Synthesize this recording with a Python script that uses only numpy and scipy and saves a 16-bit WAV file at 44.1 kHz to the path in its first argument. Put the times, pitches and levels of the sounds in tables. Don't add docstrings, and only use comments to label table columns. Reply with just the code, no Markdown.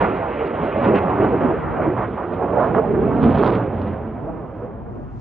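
import sys
import numpy as np
from scipy import signal
from scipy.fft import rfft, irfft, next_fast_len
from scipy.io import wavfile
from scipy.ndimage import uniform_filter1d, minimum_filter1d

SR = 44100
rng = np.random.default_rng(int(sys.argv[2]) if len(sys.argv) > 2 else 0)


def dump_mix(stems):
    frames = np.atleast_2d(stems).T
    limited = np.clip(frames, -1, 1)
    pcm = np.round(limited * 32767).astype(np.int16)
    wavfile.write(sys.argv[1], SR, pcm)


N = 229529
TIME = np.arange(N) / SR
SIZE = next_fast_len(N + 8192)
FREQ = np.maximum(np.arange(SIZE // 2 + 1) * SR / SIZE, 1)
SIDES = np.array([[-1], [1]])


def from_db(db):
    return 10 ** (np.asarray(db) / 20)


def rms_one(x):
    return x / np.sqrt(np.mean(np.abs(x) ** 2) + 1e-20)


def in_time(rows):
    s, *columns = np.transpose(rows)
    return [np.interp(TIME, s, c) for c in columns]


def at_hz(points, hz, axis=1):
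    table = np.array(points)
    return np.interp(np.log(hz), np.log(table[:, 0]), table[:, axis])


def bell(offset, width):
    return .5 ** ((2 * offset / width) ** 2)


def drift(rate_hz):
    hop = 40
    r = np.exp(-2 * np.pi * rate_hz * hop / SR)
    settle = 2000
    noise = rng.standard_normal(N // hop + settle + 2)
    slow = signal.lfilter([1], [1, -2 * r, r * r], noise)[settle:]
    return np.interp(np.arange(N) / hop, np.arange(len(slow)), rms_one(slow))


def noise_spectrum(colour_db):
    return rfft(rng.standard_normal(SIZE)) * rms_one(from_db(colour_db))


def band(spectrum, hz, step_oct):
    weight = np.maximum(1 - np.abs(np.log2(FREQ / hz)) / step_oct, 0)
    return np.fft.ifft(2 * spectrum * weight, SIZE)[:N]


def steadied(z, evenness, window_s):
    power = uniform_filter1d(np.abs(z) ** 2, int(window_s * SR)) + 1e-20
    return z * (power / power.mean()) ** (-evenness / 2)


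# [t/s, deep rumble level/dB, roar level/dB, treble over roar level/dB]
RECEDING = [(0, 4, 2.5, 8), (.3, -4.5, -3.5, 8), (1.1, -2, 5.5, -1.5), (1.65, -0.5, -2, 2.5),
            (2.3, -5, -0.5, -3.5), (2.9, 1, 6, -10), (3.55, -2, -1.5, -5), (4.05, 2, -6, -4.5),
            (4.5, -3.5, -5, -12.5), (4.95, 3.5, -12, -7), (5.2, 11, -18.5, -1)]
RUMBLE_BELOW_HZ, TREBLE_ABOVE_HZ = 100, 1120


def passage_db(hz):
    rumble_db, roar_db, treble_db = in_time(RECEDING)
    deep = 1 / (1 + (hz / RUMBLE_BELOW_HZ) ** 2)
    treble = hz / (hz + TREBLE_ABOVE_HZ)
    return deep * rumble_db + (1 - deep) * roar_db + treble * treble_db


# [start t/s, end t/s, gain level/dB, centre f/Hz, breadth/octaves]
SHARP_FOCUS = [(0, .063, 5.5, 1700, 3.2), (.858, 0.97, 7.5, 300, 2.9), (0.945, .991, 9, 2600, 1.2),
               (1.198, 1.284, 3.5, 370, 7.5), (1.406, 1.52, 4.5, 703, 4.1), (1.974, 2.061, 8, 1300, 2.15),
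               (2.173, 2.248, 8.5, 1026, 1.3), (2.743, 2.797, 9.5, 1350, 1.8), (2.756, 2.809, 7, 460, 1.9),
               (3.23, 3.302, 6.5, 220, 2.8)]
BURST_EDGE_S = .003


def bursts_db(hz):
    coarse = TIME[::32]
    gain_db = np.zeros(len(coarse))
    for start, end, db, centre_hz, breadth_oct in SHARP_FOCUS:
        opening = np.tanh((coarse - start) / BURST_EDGE_S)
        shutting = np.tanh((coarse - end) / BURST_EDGE_S)
        gain_db += db * (opening - shutting) / 2 * bell(np.log2(hz / centre_hz), breadth_oct)
    return np.interp(TIME, coarse, gain_db)


RISE_SHARE = 0.58
SURGE_STEEPNESS = 2.2


def swell(since_crest_s, length_s):
    flank_s = length_s * np.where(since_crest_s < 0, RISE_SHARE, 1 - RISE_SHARE)
    return .5 ** (np.abs(since_crest_s / flank_s) ** SURGE_STEEPNESS)


# [crest t/s, length/s, gain level/dB, centre f/Hz, breadth/octaves]
AIR_FOCUS = [(0.146, 0.098, 6.5, 2450, 0.66), (.16, 0.072, -3.5, 520, 0.71), (.245, .1, -5, 280, 0.45),
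             (.37, 0.17, 7, 2400, 0.57), (0.258, 0.074, 6.5, 750, 1.2), (.4, 0.41, -6.5, 146.4, 1.27),
             (0.458, 0.063, 2, 1480, 7.7), (0.64, 0.045, 4, 300, 5.6), (.705, 0.068, -2, 300, 2.2),
             (0.813, 0.41, 6.5, 2500, 0.76), (0.851, 0.043, 7, 700, 3.4), (1.05, 0.062, -5, 300, 0.53),
             (1.25, 0.4, 2.5, 2450, .6), (1.122, 0.15, 4, 900, 0.8), (1.16, 0.038, -8, 520, .6),
             (1.335, 0.064, 3.5, 419, 4.8), (1.335, 0.042, -8, 1250, 0.43), (1.44, .08, 4.5, 200, 1),
             (1.56, 0.07, -7, 800, 0.9), (1.635, 0.071, -3.5, 400, 2.4), (1.726, 0.49, 5.5, 1266, 1.3),
             (1.834, 0.092, 5.5, 1870, 1.3), (1.8, 0.031, 11.5, 650, 0.33), (1.885, 0.12, 7, 322, 2.2),
             (1.925, 0.039, -5.5, 950, 0.73), (2.12, .07, -5.5, 700, 0.94), (2.254, 0.11, -5, 148, 1.8),
             (2.33, 0.029, 5.5, 900, 1.9), (2.44, 0.069, 7.5, 680, 2.3), (2.578, 0.064, 8, 650, 1.4),
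             (2.635, 0.17, 9, 1000, 1.75), (2.634, 0.047, 7, 1450, 0.86), (2.705, .025, 5.5, 1200, 0.7),
             (2.73, 0.026, -3.5, 1154, 0.95), (2.86, 0.063, -7.5, 243, 1.2), (3.046, 0.56, 4, 200, 1.5),
             (3, 0.2, 2.5, 380, .7), (3.05, .09, 6.5, 100, 0.72), (3.275, 0.11, -9, 530, 0.42),
             (3.36, 0.055, -7, 353, 0.73), (3.48, .16, 4, 330, 0.78), (3.33, 0.25, 6.5, 100, 0.92),
             (3.457, 0.42, 9, 747, 10), (3.473, 0.047, 2.5, 1000, 2.8), (3.439, 0.3, -3, 1750, 0.72),
             (3.607, .07, 7.5, 1400, 0.46), (3.867, 0.22, 4, 300, 16), (4.17, 0.18, -4.5, 470, 0.49),
             (4.283, 0.065, 9.5, 700, 0.67), (4.3, 0.3, 3, 230, 0.93), (4.4, 0.59, 1.2, 1000, 1.3),
             (4.51, .07, -8.5, 320, 0.81), (4.639, 0.049, 4.5, 890, 3.5), (4.85, .12, -3.5, 350, 0.92),
             (4.995, 0.08, 6, 300, 0.77), (5, 0.45, -2.5, 2300, 0.7), (5.137, 0.14, -15, 524, 0.49)]


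def surges_db(hz):
    coarse = TIME[::64]
    gain_db = np.zeros(len(coarse))
    for crest, length_s, db, centre_hz, breadth_oct in AIR_FOCUS:
        gain_db += db * swell(coarse - crest, length_s) * bell(np.log2(hz / centre_hz), breadth_oct)
    return np.interp(TIME, coarse, gain_db)


def roar_level_db(hz):
    return passage_db(hz) + surges_db(hz) + bursts_db(hz)


def second_path(spectrum, share, lag_s, wander, rate_hz):
    x, n = irfft(spectrum, SIZE), np.arange(SIZE)
    lag = np.pad(lag_s * SR * np.exp(wander * drift(rate_hz)), (0, SIZE - N), mode="edge")
    return rfft(x + share * np.interp(n - lag, n, x)) / np.sqrt(1 + share ** 2)


# [start t/s, length/s, from f/Hz, to f/Hz, emphasis level/dB before SLIDE_DB]
REINFORCED = [(0.065, .13, 464, 347, 4), (0.209, .14, 724, 1130, 1.5), (0.317, 0.19, 662, 335, 6),
              (0.716, 0.12, 642, 572, 8.5), (0.756, .26, 234, 197.8, 3), (0.855, 0.12, 526, 323, 0),
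              (1.082, 0.083, 1166, 682, 3), (1.17, 0.13, 373, 350, 10.5), (1.097, 0.33, 259.4, 258.7, 7.5),
              (1.285, .14, 620, 241, 8.5), (1.441, 0.15, 329.5, 486, 11.5), (1.791, 0.2, 371, 305, 5),
              (1.813, 0.33, 132.5, 103.2, 12.5), (2.536, .14, 654, 572, 5), (2.809, 0.06, 825, 734, 8),
              (2.858, 0.31, 393, 427, 7), (2.945, 0.53, 301, 209.4, 6), (3.197, 0.22, 297, 240, -2),
              (3.257, 1, 143.2, 68.5, 7.5), (3.794, 0.17, 229, 218, 8), (4.046, 0.098, 270, 201.7, 8),
              (4.206, 0.14, 375.4, 351, 3), (4.577, 0.14, 434, 487, 3.5)]
SLIDE_DB = 1


def sliding_bands(spectrum, width, trough_width, evenness):
    x = irfft(spectrum, SIZE)
    out = x.copy()
    for start, length_s, from_hz, to_hz, db in REINFORCED:
        during = np.flatnonzero((TIME > start) & (TIME < start + length_s))
        progress = (TIME[during] - start) / length_s
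        glide_hz = from_hz * (to_hz / from_hz) ** progress
        glide = np.exp(2j * np.pi * np.cumsum(glide_hz) / SR)
        around = np.fft.fft(x[during] / glide)
        offset = np.fft.fftfreq(len(during), 1 / SR) / np.sqrt(from_hz * to_hz)
        broad = np.fft.ifft(around * bell(offset, trough_width))
        narrow = np.fft.ifft(around * bell(offset, width))
        strength = np.sqrt(np.mean(np.abs(broad) ** 2) * width / trough_width)
        narrow = strength * rms_one(steadied(narrow, evenness, window_s=0.023))
        change = (from_db(db + SLIDE_DB) * narrow - broad) * glide
        out[during] += 2 * np.sin(np.pi * progress) * change.real
    return rfft(out)


# [t/s, right-side lead/ms at full openness (negative: left leads),
#  right over left level/dB at full shading, scattered share/0-1 at full openness]
SIDE_ARRIVAL = [(0, .17, 5.5, .04), (1.0, .14, 5, .04), (1.4, .1, 5, .1), (1.62, .04, 3.5, .45),
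                (1.9, .04, 6, .08), (2.5, .02, 8, .05), (3.0, .04, 8, .12), (3.45, .02, 7.5, .03),
                (4.1, 0, 6, .1), (4.33, -.05, 5.5, .3), (4.6, -.03, 6, .1), (4.9, -.15, 1.5, .6),
                (5.2, -.35, 1, .6)]
# [f/Hz, shading/0-1, openness/0-1]
SIDE_DIFFERENCE = [(60, .1, .8), (150, .2, 1), (300, .36, 1), (480, .55, 1), (640, .9, 1), (830, .5, 1),
                   (1100, 1, 1), (1350, .9, .8), (1700, .12, .16), (2200, .01, .03)]
# [f/Hz, density level/dB per Hz]
EXHAUST_COLOUR = [(20, -43), (31, -22), (50, 1.5), (80, -1.5), (118, 1.5), (200, 1), (320, 0.5),
                  (450, -0.1), (700, -3.5), (1350, -13.5), (1680, -20), (2450, -28), (3150, -37),
                  (4100, -55), (7000, -101)]
EXHAUST_DB = -24


def exhaust(flutter_db, patchy_db, rasp_db):
    colour_db = at_hz(EXHAUST_COLOUR, FREQ)
    direct = second_path(noise_spectrum(colour_db), share=0.41, lag_s=.011, wander=0.4045, rate_hz=0.64)
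    direct = sliding_bands(direct, width=0.3, trough_width=0.44, evenness=0.47)
    scattered = noise_spectrum(colour_db)
    lead_ms, right_db, share = in_time(SIDE_ARRIVAL)
    diffuse = np.clip(share, 0, 1) / 2
    flutter, rasp = drift(13), drift(110)
    out, step_oct = np.zeros((2, N)), 1 / 3
    for hz in 20 * 2 ** np.arange(0, 8.5, step_oct):
        level_db = roar_level_db(hz)
        shortness = hz / (hz + 700)
        level_db += shortness * (flutter_db * flutter + rasp_db * rasp) + patchy_db * drift(16)
        shading = at_hz(SIDE_DIFFERENCE, hz, axis=1)
        openness = at_hz(SIDE_DIFFERENCE, hz, axis=2)
        turn_rad = np.clip(np.pi * hz * lead_ms / 1000 * openness, -.7, .7)
        ports = from_db(SIDES * shading * right_db / 2) * np.exp(1j * SIDES * turn_rad)
        width = openness * np.sqrt(diffuse / (1 - diffuse))
        wave = steadied(band(direct, hz, step_oct), evenness=0.31, window_s=0.16)
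        both = wave * ports / ports.mean(axis=0)
        both = both + SIDES * width * band(scattered, hz, step_oct)
        out += from_db(level_db) * both.real
    return from_db(EXHAUST_DB) * out


IMAGE_HZ, IMAGE_DB = 9570, -62.5


def roar_image(roar, below_hz):
    low = signal.sosfilt(signal.butter(4, below_hz, fs=SR, output="sos"), roar)
    return from_db(IMAGE_DB) * low * np.cos(2 * np.pi * IMAGE_HZ * TIME)


# [f/Hz, density level/dB per Hz]
RUSTLE_COLOUR = [(100, -8), (1000, -15.5), (3000, -30), (5000, -28), (6500, -30.5), (8000, -37),
                 (10000, -58.5)]
# [t/s, level/dB]
RUSTLE_LEVEL = [(0, -78), (4.5, -72), (4.64, -71), (4.77, -80), (4.92, -69), (5.0, -67), (5.06, -69),
                (5.15, -66.5), (5.2, -58)]


def air(rustle_db, rustle_hz):
    level_db = in_time(RUSTLE_LEVEL)[0] + rustle_db * drift(rustle_hz)
    colour_db = at_hz(RUSTLE_COLOUR, FREQ)
    noise = np.array([irfft(noise_spectrum(colour_db), SIZE)[:N] for side in range(2)])
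    return from_db(level_db) * noise


def shock_fronts(clicks, low_hz, air_hz):
    steps = signal.lfilter([1], [1, -np.exp(-2 * np.pi * low_hz / SR)], clicks + 1e-18)
    relaxed = signal.sosfilt(signal.butter(2, low_hz, "high", fs=SR, output="sos"), steps)
    absorption = signal.butter(4, air_hz, fs=SR, output="sos")
    return signal.sosfilt(absorption, signal.sosfilt(absorption, relaxed))


def edge(x, hz):
    return signal.sosfilt(signal.butter(6, hz, "high", fs=SR, output="sos"), x)


# [crest t/s, length/s, gain level/dB]
CRACKLE_FLARES = [(0.034, 0.082, 6), (.165, 0.02, 4), (0.467, 0.028, 7), (0.65, 0.037, 7),
                  (0.851, .06, 8.5), (1.83, 0.052, -1), (2.018, .06, 3), (2.34, 0.045, 9),
                  (2.633, 0.11, 11), (2.762, 0.042, 7), (3.237, 0.043, 9), (3.393, 0.39, 13.5),
                  (3.55, 0.047, 8.5), (3.853, 0.17, 10.5)]
CRACKLE_FOLLOWS_HZ = 3440


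def crackle(per_s, spread_db, level_db, contrast):
    born = rng.random(N) < per_s * from_db(3 * drift(60)) / SR
    sizes = from_db(spread_db * np.minimum(rng.exponential(1, N), 2.5))
    fronts = shock_fronts(born * sizes, low_hz=1000, air_hz=3750)
    unit_fronts = fronts / np.std(edge(fronts, hz=3850))
    roar_db = roar_level_db(CRACKLE_FOLLOWS_HZ)
    flare_db = sum(db * bell(TIME - s, length_s) for s, length_s, db in CRACKLE_FLARES)
    return unit_fronts * from_db(level_db + contrast * roar_db + flare_db)


# [t/s, sharp edge peak level/dB, dull body peak level/dB, ragged trail decay/s]
STRONG_SHOCKS = [(.162, -53, -25, .005), (.472, -49.5, -24, 0.0055), (0.642, -51.5, -27, .005),
                 (.9594, -36, -16, 0.00101), (0.963, -48, -12, .002), (0.9786, -44, -26, .003),
                 (0.987, -40, -15, .003), (1.189, -64.5, -15, .002), (1.247, -51, -9, .006),
                 (1.269, -56, -14.5, .003), (1.344, -59, -19, .002), (1.691, -63, -25, .002),
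                 (1.966, -59.5, -16, .002), (2.63, -52, -21, .003), (2.748, -52, -8.5, .003),
                 (2.798, -55, -16, .002), (3.229, -42, -12, .006), (3.239, -50, -16, .005),
                 (3.2928, -50, -15, .003), (3.3475, -38, -17, .006), (3.376, -44, -17, .005),
                 (3.385, -40, -26.5, .008), (3.398, -47, -15, .005), (3.412, -48, -18, .005),
                 (3.4289, -38, -9, .002), (3.435, -38.5, -6, .003), (3.446, -38, -14, .003),
                 (3.4505, -45.5, -11.5, .003), (3.4609, -33, -8, .001), (3.466, -36, -21, .001),
                 (3.47, -37, -23, .001), (3.473, -43, -12, .001), (3.4768, -31, -12, .001),
                 (3.481, -45, -13, .001), (3.4848, -45, -17, .001), (3.4873, -42, -13, .001),
                 (3.4938, -45, -15, .002), (3.498, -45, -16, .002), (3.504, -38, -14, .003),
                 (3.5202, -42, -19, .003), (3.5252, -45, -29, .003), (3.5503, -37, -24, .001),
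                 (3.5558, -43, -28.5, .001), (3.5605, -46, -32, .002), (3.5895, -53, -25, .002),
                 (3.8175, -46, -27, .008), (4.26, -68, -31, .003)]


def cracks(level_db, low_hz, air_hz, trail):
    age = TIME[:round(.03 * SR)]
    click = 1. * (age == 0)
    clicks = np.zeros(N)
    for s, edge_db, _, trail_s in STRONG_SHOCKS:
        start = round(s * SR)
        ragged = trail * np.exp(-age / trail_s) * rng.standard_normal(len(age))
        clicks[start:start + len(age)] += from_db(edge_db) * (click + ragged)
    unit_edge = np.abs(edge(shock_fronts(click, low_hz, air_hz), hz=3400)).max()
    return shock_fronts(clicks, low_hz, air_hz) * from_db(level_db) / unit_edge


def thuds(level_db, low_hz, top_hz):
    s, _, body_db, _ = np.transpose(STRONG_SHOCKS)
    clicks = np.zeros(N)
    clicks[np.round(s * SR).astype(int)] = from_db(body_db + level_db)
    unit_body = np.abs(shock_fronts(1. 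* (TIME[:2048] == 0), low_hz, top_hz)).max()
    right_db = in_time(SIDE_ARRIVAL)[1]
    return shock_fronts(clicks, low_hz, top_hz) / unit_body * from_db(SIDES * right_db / 2)


def scene():
    roar = exhaust(flutter_db=0.5, patchy_db=1.5, rasp_db=0.5)
    image = roar_image(roar, below_hz=450)
    breeze = air(rustle_db=1.5, rustle_hz=35)
    small_shocks = crackle(per_s=900, spread_db=2.5, level_db=-76.0, contrast=0.95)
    sharp_edges = cracks(level_db=-2.5, low_hz=850, air_hz=4470, trail=0.12)
    dull_bodies = thuds(level_db=1.5, low_hz=650, top_hz=1400)
    return roar + image + breeze + small_shocks + sharp_edges + dull_bodies


CUTOFF_HZ, FADE_S = 10300, .008


def record(dry):
    reach = round(.004 * SR)
    allowed = np.minimum(1, .89 / (np.abs(dry).max(axis=0) + 1e-9))
    held = minimum_filter1d(allowed, 2 * reach)
    gain = uniform_filter1d(uniform_filter1d(held, reach), reach)
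    fade = np.clip(np.minimum(TIME, TIME[-1] - TIME) / FADE_S, 0, 1)
    top_cut = signal.ellip(10, .1, 80, CUTOFF_HZ, fs=SR, output="sos")
    return signal.sosfilt(top_cut, dry * gain * fade)


dry = scene()
out = record(dry)
dump_mix(out)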